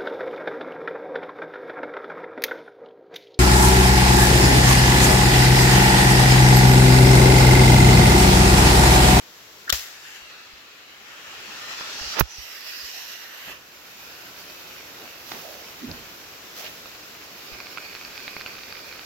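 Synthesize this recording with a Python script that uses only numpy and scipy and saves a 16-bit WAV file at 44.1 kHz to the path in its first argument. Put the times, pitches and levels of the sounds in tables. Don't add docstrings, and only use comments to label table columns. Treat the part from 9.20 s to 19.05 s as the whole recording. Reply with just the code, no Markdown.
import sys
import numpy as np
from scipy import signal
from scipy.fft import rfft, irfft, next_fast_len
from scipy.io import wavfile
from scipy.ndimage import uniform_filter1d, map_coordinates

SR = 44100
rng = np.random.default_rng(int(sys.argv[2]) if len(sys.argv) > 2 else 0)


def pcm_store(signal):
    levels = np.round(np.clip(np.atleast_2d(signal), -1, 1) * 32767)
    wavfile.write(sys.argv[1], SR, levels.astype(np.int16).T)


N = 434385

# frequency in Hz, relative level in dB.
HISS_SPECTRUM = [(100, -22), (300, -6.5), (600, -1.5), (1000, -2.5), (1400, 3), (3000, 1.5), (6000, -3.5),
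                 (9000, -4), (15500, -21.5)]
# centre in Hz, width in Hz, lift in dB, lean to the left in dB.
PUFF_HOLLOWS = [(920, 160, -2, -11.5), (1780, 310, 6, -8), (2770, 440, 5.5, 2), (13300, 11000, 6, 12)]
SMOULDER_HOLLOWS = [(945, 170, -8, -12), (1210, 420, 4.5, 0), (2110, 450, -4.5, 13), (2670, 740, 4, -1.5),
                    (4260, 1000, 8.5, -2)]
BUILD_HOLLOWS = [(120, 230, 8, -5), (840, 170, 2, -11), (1300, 310, 4.5, -5.5), (1820, 190, 3, 9),
                 (2050, 150, -1, -5), (2540, 390, 3.5, 9.5), (2880, 330, 4.5, -4)]
VENT_HOLLOWS = [(1920, 530, 5.5, -1.5), (2150, 160, -5, -2), (2730, 650, 7.5, -3.5), (3400, 330, -2, 5),
                (4000, 180, 0, -9), (13740, 5200, 14, -13)]
FLARE_HOLLOWS = [(1740, 330, -3, 5), (2190, 170, -4, -2), (2570, 300, 4, 3), (3320, 270, -7, -5),
                 (14130, 7500, 6, -34)]
FLAME_HOLLOWS = [(450, 220, 9.8, -1), (1183, 55, 13.3, -9.5), (1520, 91, 12, 4), (2425, 410, 12.4, -2),
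                 (4520, 410, 2.6, -10.5), (14100, 7200, 6, -30)]
STAGE_STARTS = [1.05, 1.8, 3.15, 4.38, 8.25]
LIT_S = .53

def jet(level_db=2, patchy_db=2.17, sputter_db=0.46, flutter_db=0.82):
    hz, t, noise = signal.stft(air_noise(N), SR, nperseg=512)
    flow_db, bright_db = gas_flow(t)
    colour_db = along(HISS_SPECTRUM, hz)[:, None] + whistle(hz, t, bright_db)
    stages = [PUFF_HOLLOWS, SMOULDER_HOLLOWS, BUILD_HOLLOWS, VENT_HOLLOWS, FLARE_HOLLOWS, FLAME_HOLLOWS]
    crossfades = np.ravel([(s - .1, s + 0.087) for s in STAGE_STARTS])
    stage = np.interp(t, crossfades, np.ravel([(k, k + 1) for k in range(len(STAGE_STARTS))]))
    for k, rows in enumerate(stages):
        colour_db = colour_db + hollows(rows, hz) * np.maximum(1 - abs(stage - k), 0)
    power = (amp(colour_db) ** 2).mean(0) / len(hz)
    band_db = lambda lo, hi: 10 * np.log10(power[(hz > lo) & (hz < hi)].sum(0))
    body_db, fizz_db = band_db(1100, 3300), band_db(4000, 6200)
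    treble = along([(2700, 0), (4400, 0.88)], hz)[:, None]
    drive_db = flow_db + level_db - (1 - treble) * body_db + treble * (bright_db - fizz_db)
    patches = uniform_filter1d(rng.standard_normal(noise.shape[1:]), size=3, axis=0)
    eddies = unit(uniform_filter1d(patches, size=22, axis=1))
    _, hiss = signal.istft(noise * amp(colour_db + drive_db + patchy_db * eddies), SR, nperseg=512)
    lit = np.interp(np.arange(N) / SR, [LIT_S, .64], [0, 1])
    return hiss[:, :N] * lit * amp(sputter_db * wobble(260) + flutter_db * wobble(25))


# time in seconds, relative level in dB, brightness in dB, whistle pitch in Hz.
FIRST_JET = [(1.85, -48, -11, 5630), (1.934, -45, -11, 5260), (2.05, -46, -8.5, 5620),
             (2.52, -40.5, -5, 5200), (2.94, -40, 4.5, 5170)]
SECOND_JET = [(3.06, -51, 0, 5400), (3.12, -49.5, 6, 6150), (3.248, -46.5, 0.5, 5360),
              (3.534, -43.5, 2.5, 4860), (3.914, -43.5, 0.5, 5740), (4.092, -44.5, -7, 5010),
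              (4.316, -42.5, -8.5, 5230), (4.36, -52, -8, 5160)]
# start in seconds, rise in seconds, relative level in dB, fade in dB a second, brightness in dB.
BLAZES = [(4.22, 0.22, -48.5, 0.94, -4.5), (8.05, 0.1, -47.5, 1, -2)]

def gas_flow(t, primer_db=-39.5, fade_db_per_s=6, dull_db_per_s=3, cut_db_per_s=145):
    age = np.maximum(t - LIT_S, 0)
    parts = [(amp(primer_db - fade_db_per_s * age), -4 - dull_db_per_s * age)]
    for rows, gain_db in [(FIRST_JET, 0.7), (SECOND_JET, 5.5)]:
        level_db, bright_db, _ = curves(rows, t)
        outside_s = abs(t - np.clip(t, rows[0][0], rows[-1][0]))
        parts.append((amp(level_db + gain_db - cut_db_per_s * outside_s), bright_db))
    for start, rise, level_db, fade, bright_db in BLAZES:
        age = np.maximum(t - start, 0)
        swell = (1 - np.exp(-age / rise)) ** 2
        parts.append((amp(level_db - fade * age) * swell, bright_db))
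    body = sum(gain ** 2 for gain, _ in parts)
    fizz = sum((gain * amp(bright_db)) ** 2 for gain, bright_db in parts)
    return 10 * np.log10(body), 10 * np.log10(fizz / body)


def whistle(hz, t, bright_db, width_hz=1000, waver_hz=130):
    waver = waver_hz * np.interp(t * SR, np.arange(N), wobble(22))
    pitch_hz = curves([*FIRST_JET, *SECOND_JET], t)[-1] + waver
    lift_db = np.clip(6 + 0.8 * bright_db, 0, 11)
    return hollows([(pitch_hz, width_hz, lift_db, -0.55 * lift_db)], hz)


def hollows(rows, hz):
    sides = np.array([1, -1])[:, None, None]
    return sum((db + sides * lean_db / 2) / (1 + (2 * (hz[:, None] - centre_hz) / width_hz) ** 2)
               for centre_hz, width_hz, db, lean_db in rows)


# crest time in seconds, level in dB, rise in seconds, 60 dB decay in seconds,
# centre in Hz, width in octaves, lean to the left in dB.
IGNITER_SNAPS = [(.482, -32, 0.0053, .12, 1550, 0.19, 1), (.4962, -16, .001, .03, 5240, 2.8, 9),
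                 (.499, -23, 0.0046, 0.045, 1490, 0.22, -1), (.5015, -15, 0.0018, 0.035, 3540, 0.21, 4),
                 (.502, -9, 0.0017, .013, 6100, 0.74, 6), (.5262, -6.5, 0.001, 0.05, 4300, 3, 2.5),
                 (.547, -18, 0.011, .47, 5500, 1.7, 1.5)]
FLARE_SPITS = [(6.119, -27.5, .003, 0.029, 900, 1.9, -6), (6.141, -36, 0.091, 1.77, 10900, 3.8, -7),
               (6.714, -31, 0.00087, .02, 4500, 0.23, -5)]

def snaps_and_spits():
    return strokes(IGNITER_SNAPS + FLARE_SPITS, grain_db=2.5, grains_per_s=3200)


# start in seconds, relative level in dB.
SHARP_CRACKLES = [(6.7136, -31), (8.4016, -23.5), (8.75, -21.5), (8.8489, -25), (8.977, -23.5),
                  (9.0782, -22), (9.1652, -21.5), (9.2102, -24), (9.261, -24), (9.434, -27), (9.524, -25),
                  (9.7253, -28), (9.7931, -26)]
# pitch in Hz, relative level in dB, 60 dB decay in seconds.
BOX_MODES = [(450, -23, 0.0064), (1240, -10, 0.0092), (1540, -8.5, 0.01), (2430, -2, 0.0092),
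             (3170, 1, 0.0017), (4470, -3.5, 0.0066)]

def crackles(level_db=3.0, spread_db=3, charge_per_s=26, box_per_s=90):
    out, bursts = np.zeros((2, N)), list(SHARP_CRACKLES)
    flare_s, alight_s = BLAZES[0][0], BLAZES[1][0] + 2 * BLAZES[1][1]
    spells = [(flare_s, alight_s, charge_per_s, -43), (alight_s, N / SR, box_per_s, -39)]
    for start, stop, rate, faint_db in spells:
        waits, sizes = rng.exponential(size=(300, 2)).T
        times = start + np.cumsum(waits) / rate
        bursts += [(s, faint_db + spread_db * min(size, 3.3)) for s, size in zip(times, sizes) if s < stop]
    for start, db in bursts:
        pop = tick(BOX_MODES, crack=0.72, scatter=0.3, scatter_t60=0.037)
        add(out, start + 0.001058, amp(db + level_db) * pop)
    return out * pan(lean_db=-4)


# frequency in Hz, relative level in dB.
ROAR_SPECTRUM = [(30, -17), (60, -2), (130, -2.5), (380, 3.5), (700, -1), (1500, -6), (6000, -31)]

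def roar(level_db=-52, grow_s=0.74, flicker_db=0.8):
    age = np.maximum(np.arange(N) / SR - BLAZES[0][0], 0)
    rush = unit(filtered(air_noise(N), lambda hz: amp(along(ROAR_SPECTRUM, hz))))
    return rush * (1 - np.exp(-age / grow_s)) * amp(level_db + flicker_db * wobble(9.9))


# start in seconds, level in dB.
STICK_TAPS = [(2.61, -20.5), (4.283, -24), (8.5737, -19), (8.5824, -22.5)]
# pitch in Hz, relative level in dB, 60 dB decay in seconds.
STICK_MODES = [(734, -36, 0.035), (1026, -3.5, 0.011), (1293, -3, 0.015), (2480, 3.5, 0.0037)]

def stick_taps():
    out = np.zeros((2, N))
    for start, db in STICK_TAPS:
        add(out, start, amp(db) * tick(STICK_MODES, crack=0.18, scatter=1.0, scatter_t60=0.012))
    return out * pan(lean_db=-8)


# crest time in seconds, level in dB, rise in seconds,
# 60 dB decay in seconds, centre in Hz, width in octaves, lean to the left in dB.
FINGER_SCRAPES = [(2.994, -23.5, 0.031, 0.059, 850, 1.63, -15),
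                  (2.9985, -5.5, 0.0039, 0.048, 11500, 0.84, -28), (3.0108, -6, .0035, .017, 610, 1.4, -39)]

def finger_brush():
    return strokes(FINGER_SCRAPES, grain_db=4, grains_per_s=3600)


# start in seconds, level in dB, lean to the left in dB.
LOW_THUMPS = [(0.529, -23, 2), (1.02, -45, -6), (1.332, -43, -15), (2.811, -36, -17), (2.86, -41, -8),
              (3.183, -31, -27), (3.629, -40, 15), (8.32, -41, 0)]
# start in seconds, level in dB, pitch in Hz, 60 dB decay in seconds, lean to the left in dB.
PORT_THUMPS = [(3.009, -4, 132, 0.029, -38), (3.022, -13, 60, 0.092, -40)]

def thumps(thump_hz=64, thump_t60=0.15, rough=0.45, attack_s=0.0011):
    out, t = np.zeros((2, N)), np.arange(SR // 4) / SR
    thuds = [(start, db, thump_hz, thump_t60, lean_db) for start, db, lean_db in LOW_THUMPS]
    for start, db, hz, t60, lean_db in thuds + PORT_THUMPS:
        rumble = unit(filtered(rng.standard_normal((2, len(t))), lambda f: 1 / (1 + (f / hz) ** 4)))
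        swing = rough * rumble - np.sin(2 * np.pi * hz * t)
        envelope = decay(t, t60) * (1 - np.exp(-t / attack_s))
        add(out, start, amp(db) * pan(lean_db) * swing * envelope)
    return out


# crest time in seconds, level in dB, 60 dB decay in seconds, centre in Hz, width in octaves.
FOOT_SCUFFS = [(4.29, -43, 0.69, 200, 2.4), (5.83, -45, 0.33, 450, 0.83), (6.145, -38, 0.29, 387, 1.9),
               (6.26, -42, .9, 640, .33), (6.644, -34.5, 0.23, 264, 0.34), (6.705, -38, 0.45, 105, 1.63),
               (7.39, -33.5, 0.78, 7000, 2.9), (7.41, -44.5, 0.53, 610, 0.27),
               (7.47, -35.5, .12, 2500, 0.63)]

def footsteps(rise_s=.03, lean_db=-3.5):
    rows = [(s, db, rise_s, t60, hz, octaves, lean_db) for s, db, t60, hz, octaves in FOOT_SCUFFS]
    return strokes(rows, grain_db=2, grains_per_s=400)


# frequency in Hz, relative level in dB.
WOODS_SPECTRUM = [(25, -17), (60, -2), (130, -1), (200, -2), (380, 2), (600, 1), (900, 0), (1500, 2.5),
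                  (3000, 1.5), (7000, -1.5), (15500, -5.5)]

def woods(level_db=-44.0, treble_lean_db=3.0, drift_db=0.57):
    lean = lambda hz: along([(2000, 0), (8000, treble_lean_db)], hz) * np.array([[.5], [-.5]])
    rush = unit(filtered(air_noise(N), lambda hz: amp(along(WOODS_SPECTRUM, hz) + lean(hz))))
    return rush * amp(level_db + drift_db * wobble(2.2))


def strokes(rows, grain_db, grains_per_s):
    out = np.zeros((2, N))
    for crest_s, db, rise, t60, centre_hz, octaves, lean_db in rows:
        t = np.arange(-3 * rise, t60 + .01, 1 / SR)
        knots = np.arange(t[0], t[-1], 1 / grains_per_s)
        grains = amp(grain_db * np.interp(t, knots, rng.standard_normal(len(knots))))
        band = lambda hz: np.exp(-.5 * (np.log2((hz + 1) / centre_hz) / octaves) ** 2)
        rasp = unit(filtered(air_noise(len(t)) * grains, band))
        envelope = np.where(t < 0, np.exp(-(t / rise) ** 2), decay(abs(t), t60))
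        add(out, crest_s + t[0], amp(db) * pan(lean_db) * envelope * rasp)
    return out


def tick(modes, crack, scatter, scatter_t60):
    t = np.arange(SR // 30) / SR
    hz, db, t60 = np.transpose(modes)[..., None]
    detune, strength, phase = rng.standard_normal((3, len(modes), 1))
    swing = np.sin(2 * np.pi * hz * (1 + 0.062 * detune) * t + np.pi * phase)
    ring = (amp(db + 2 * strength) * swing * decay(t, t60)).sum(0)
    push = np.exp(-((t - .0002) / .00008) ** 2)
    direct = ring * (1 - np.exp(-t / .0001)) - crack * push
    stones = rng.standard_normal((2, len(t))) * decay(t, scatter_t60)
    echoes = signal.fftconvolve(stones / np.linalg.norm(stones[0]), direct[None], axes=1)[:, :len(t)]
    both = direct + scatter * echoes
    return both / np.abs(both.mean(0)).max()


# frequency in Hz, left-right likeness from 0 to 1.
STEREO_LIKENESS = [(60, 0.76), (300, 0.94), (700, 0.51), (1500, 0.21), (4000, 0.033), (9000, 0.084)]

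def air_noise(size, lead_s=.0001):
    turn = lambda hz: np.arccos(np.clip(along(STEREO_LIKENESS, hz), -1, 1)) / 2
    shares = lambda hz: np.array([np.cos(turn(hz)), np.sin(turn(hz))])
    mid, side = filtered(rng.standard_normal((2, size)), shares)
    left_first = lambda hz: np.exp(1j * np.pi * hz * lead_s * np.array([[1], [-1]]))
    return filtered(np.array([mid + side, mid - side]), left_first)


def amp(db):
    return 10 ** (np.asarray(db) / 20)


def decay(t, t60):
    return amp(-60 * t / t60)


def unit(x):
    return x / np.sqrt(np.mean(x ** 2) + 1e-20)


def along(points, hz):
    point_hz, values = np.transpose(points)
    return np.interp(np.log(hz + 1), np.log(point_hz + 1), values)


def curves(rows, t):
    times, *columns = np.transpose(rows)
    return [np.interp(t, times, column) for column in columns]


def wobble(rate):
    knots = rng.standard_normal(int(N * rate / SR) + 4)
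    return map_coordinates(knots, [np.arange(N) * rate / SR], order=2)


def filtered(x, response):
    size = x.shape[-1]
    padded = next_fast_len(size + 8192)
    return irfft(rfft(x, padded) * response(np.fft.rfftfreq(padded, 1 / SR)), padded)[..., :size]


def pan(lean_db):
    return unit(amp([[lean_db / 2], [-lean_db / 2]]))


def add(track, start_s, sound):
    start = int(np.clip(round(start_s * SR), 0, N - 1))
    track[:, start:start + sound.shape[1]] += sound[:, :N - start]


def scene():
    fire = snaps_and_spits() + jet() + roar() + crackles() + stick_taps()
    return fire + finger_brush() + thumps() + footsteps() + woods()


def gain_control(x, threshold_db=-24, depth_db=6, attack_s=0.074, hold_s=1.11, release_s=0.66):
    hop = 256
    def past(values, seconds):
        size = int(seconds * SR / hop) + 1
        return np.lib.stride_tricks.sliding_window_view(np.pad(values, (size - 1, 0)), size)
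    power = abs(uniform_filter1d((x ** 2).mean(0), 2 * hop))[::hop]
    over_db = np.clip(10 * np.log10(power + 1e-12) - threshold_db, 0, depth_db)
    held_db = past(over_db, hold_s).max(1)
    cut_db = np.maximum(past(held_db, attack_s).mean(1), past(held_db, release_s).mean(1))
    return x * amp(-np.interp(np.arange(N), np.arange(0, N, hop), cut_db))


# frequency in Hz, gain in dB.
LEFT_PORT_EQ = [(5000, 0), (7400, 0), (8200, -9.5), (8900, -16.5), (10500, -10), (12700, -1), (15700, -4)]
RIGHT_PORT_EQ = [(4000, 0), (5900, 1), (6600, -5), (7500, -24), (8600, -17), (10500, -10.5), (12700, -4),
                 (15700, -2.5)]

def record(dry, ceiling=0.75, top_hz=15900):
    coloured = filtered(dry, lambda hz: amp([along(LEFT_PORT_EQ, hz), along(RIGHT_PORT_EQ, hz)]))
    ducked = gain_control(coloured)
    saturated = ducked / (1 + (ducked / ceiling) ** 4) ** .25
    return filtered(saturated, lambda hz: hz < top_hz)


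dry = scene()
out = record(dry)
pcm_store(out)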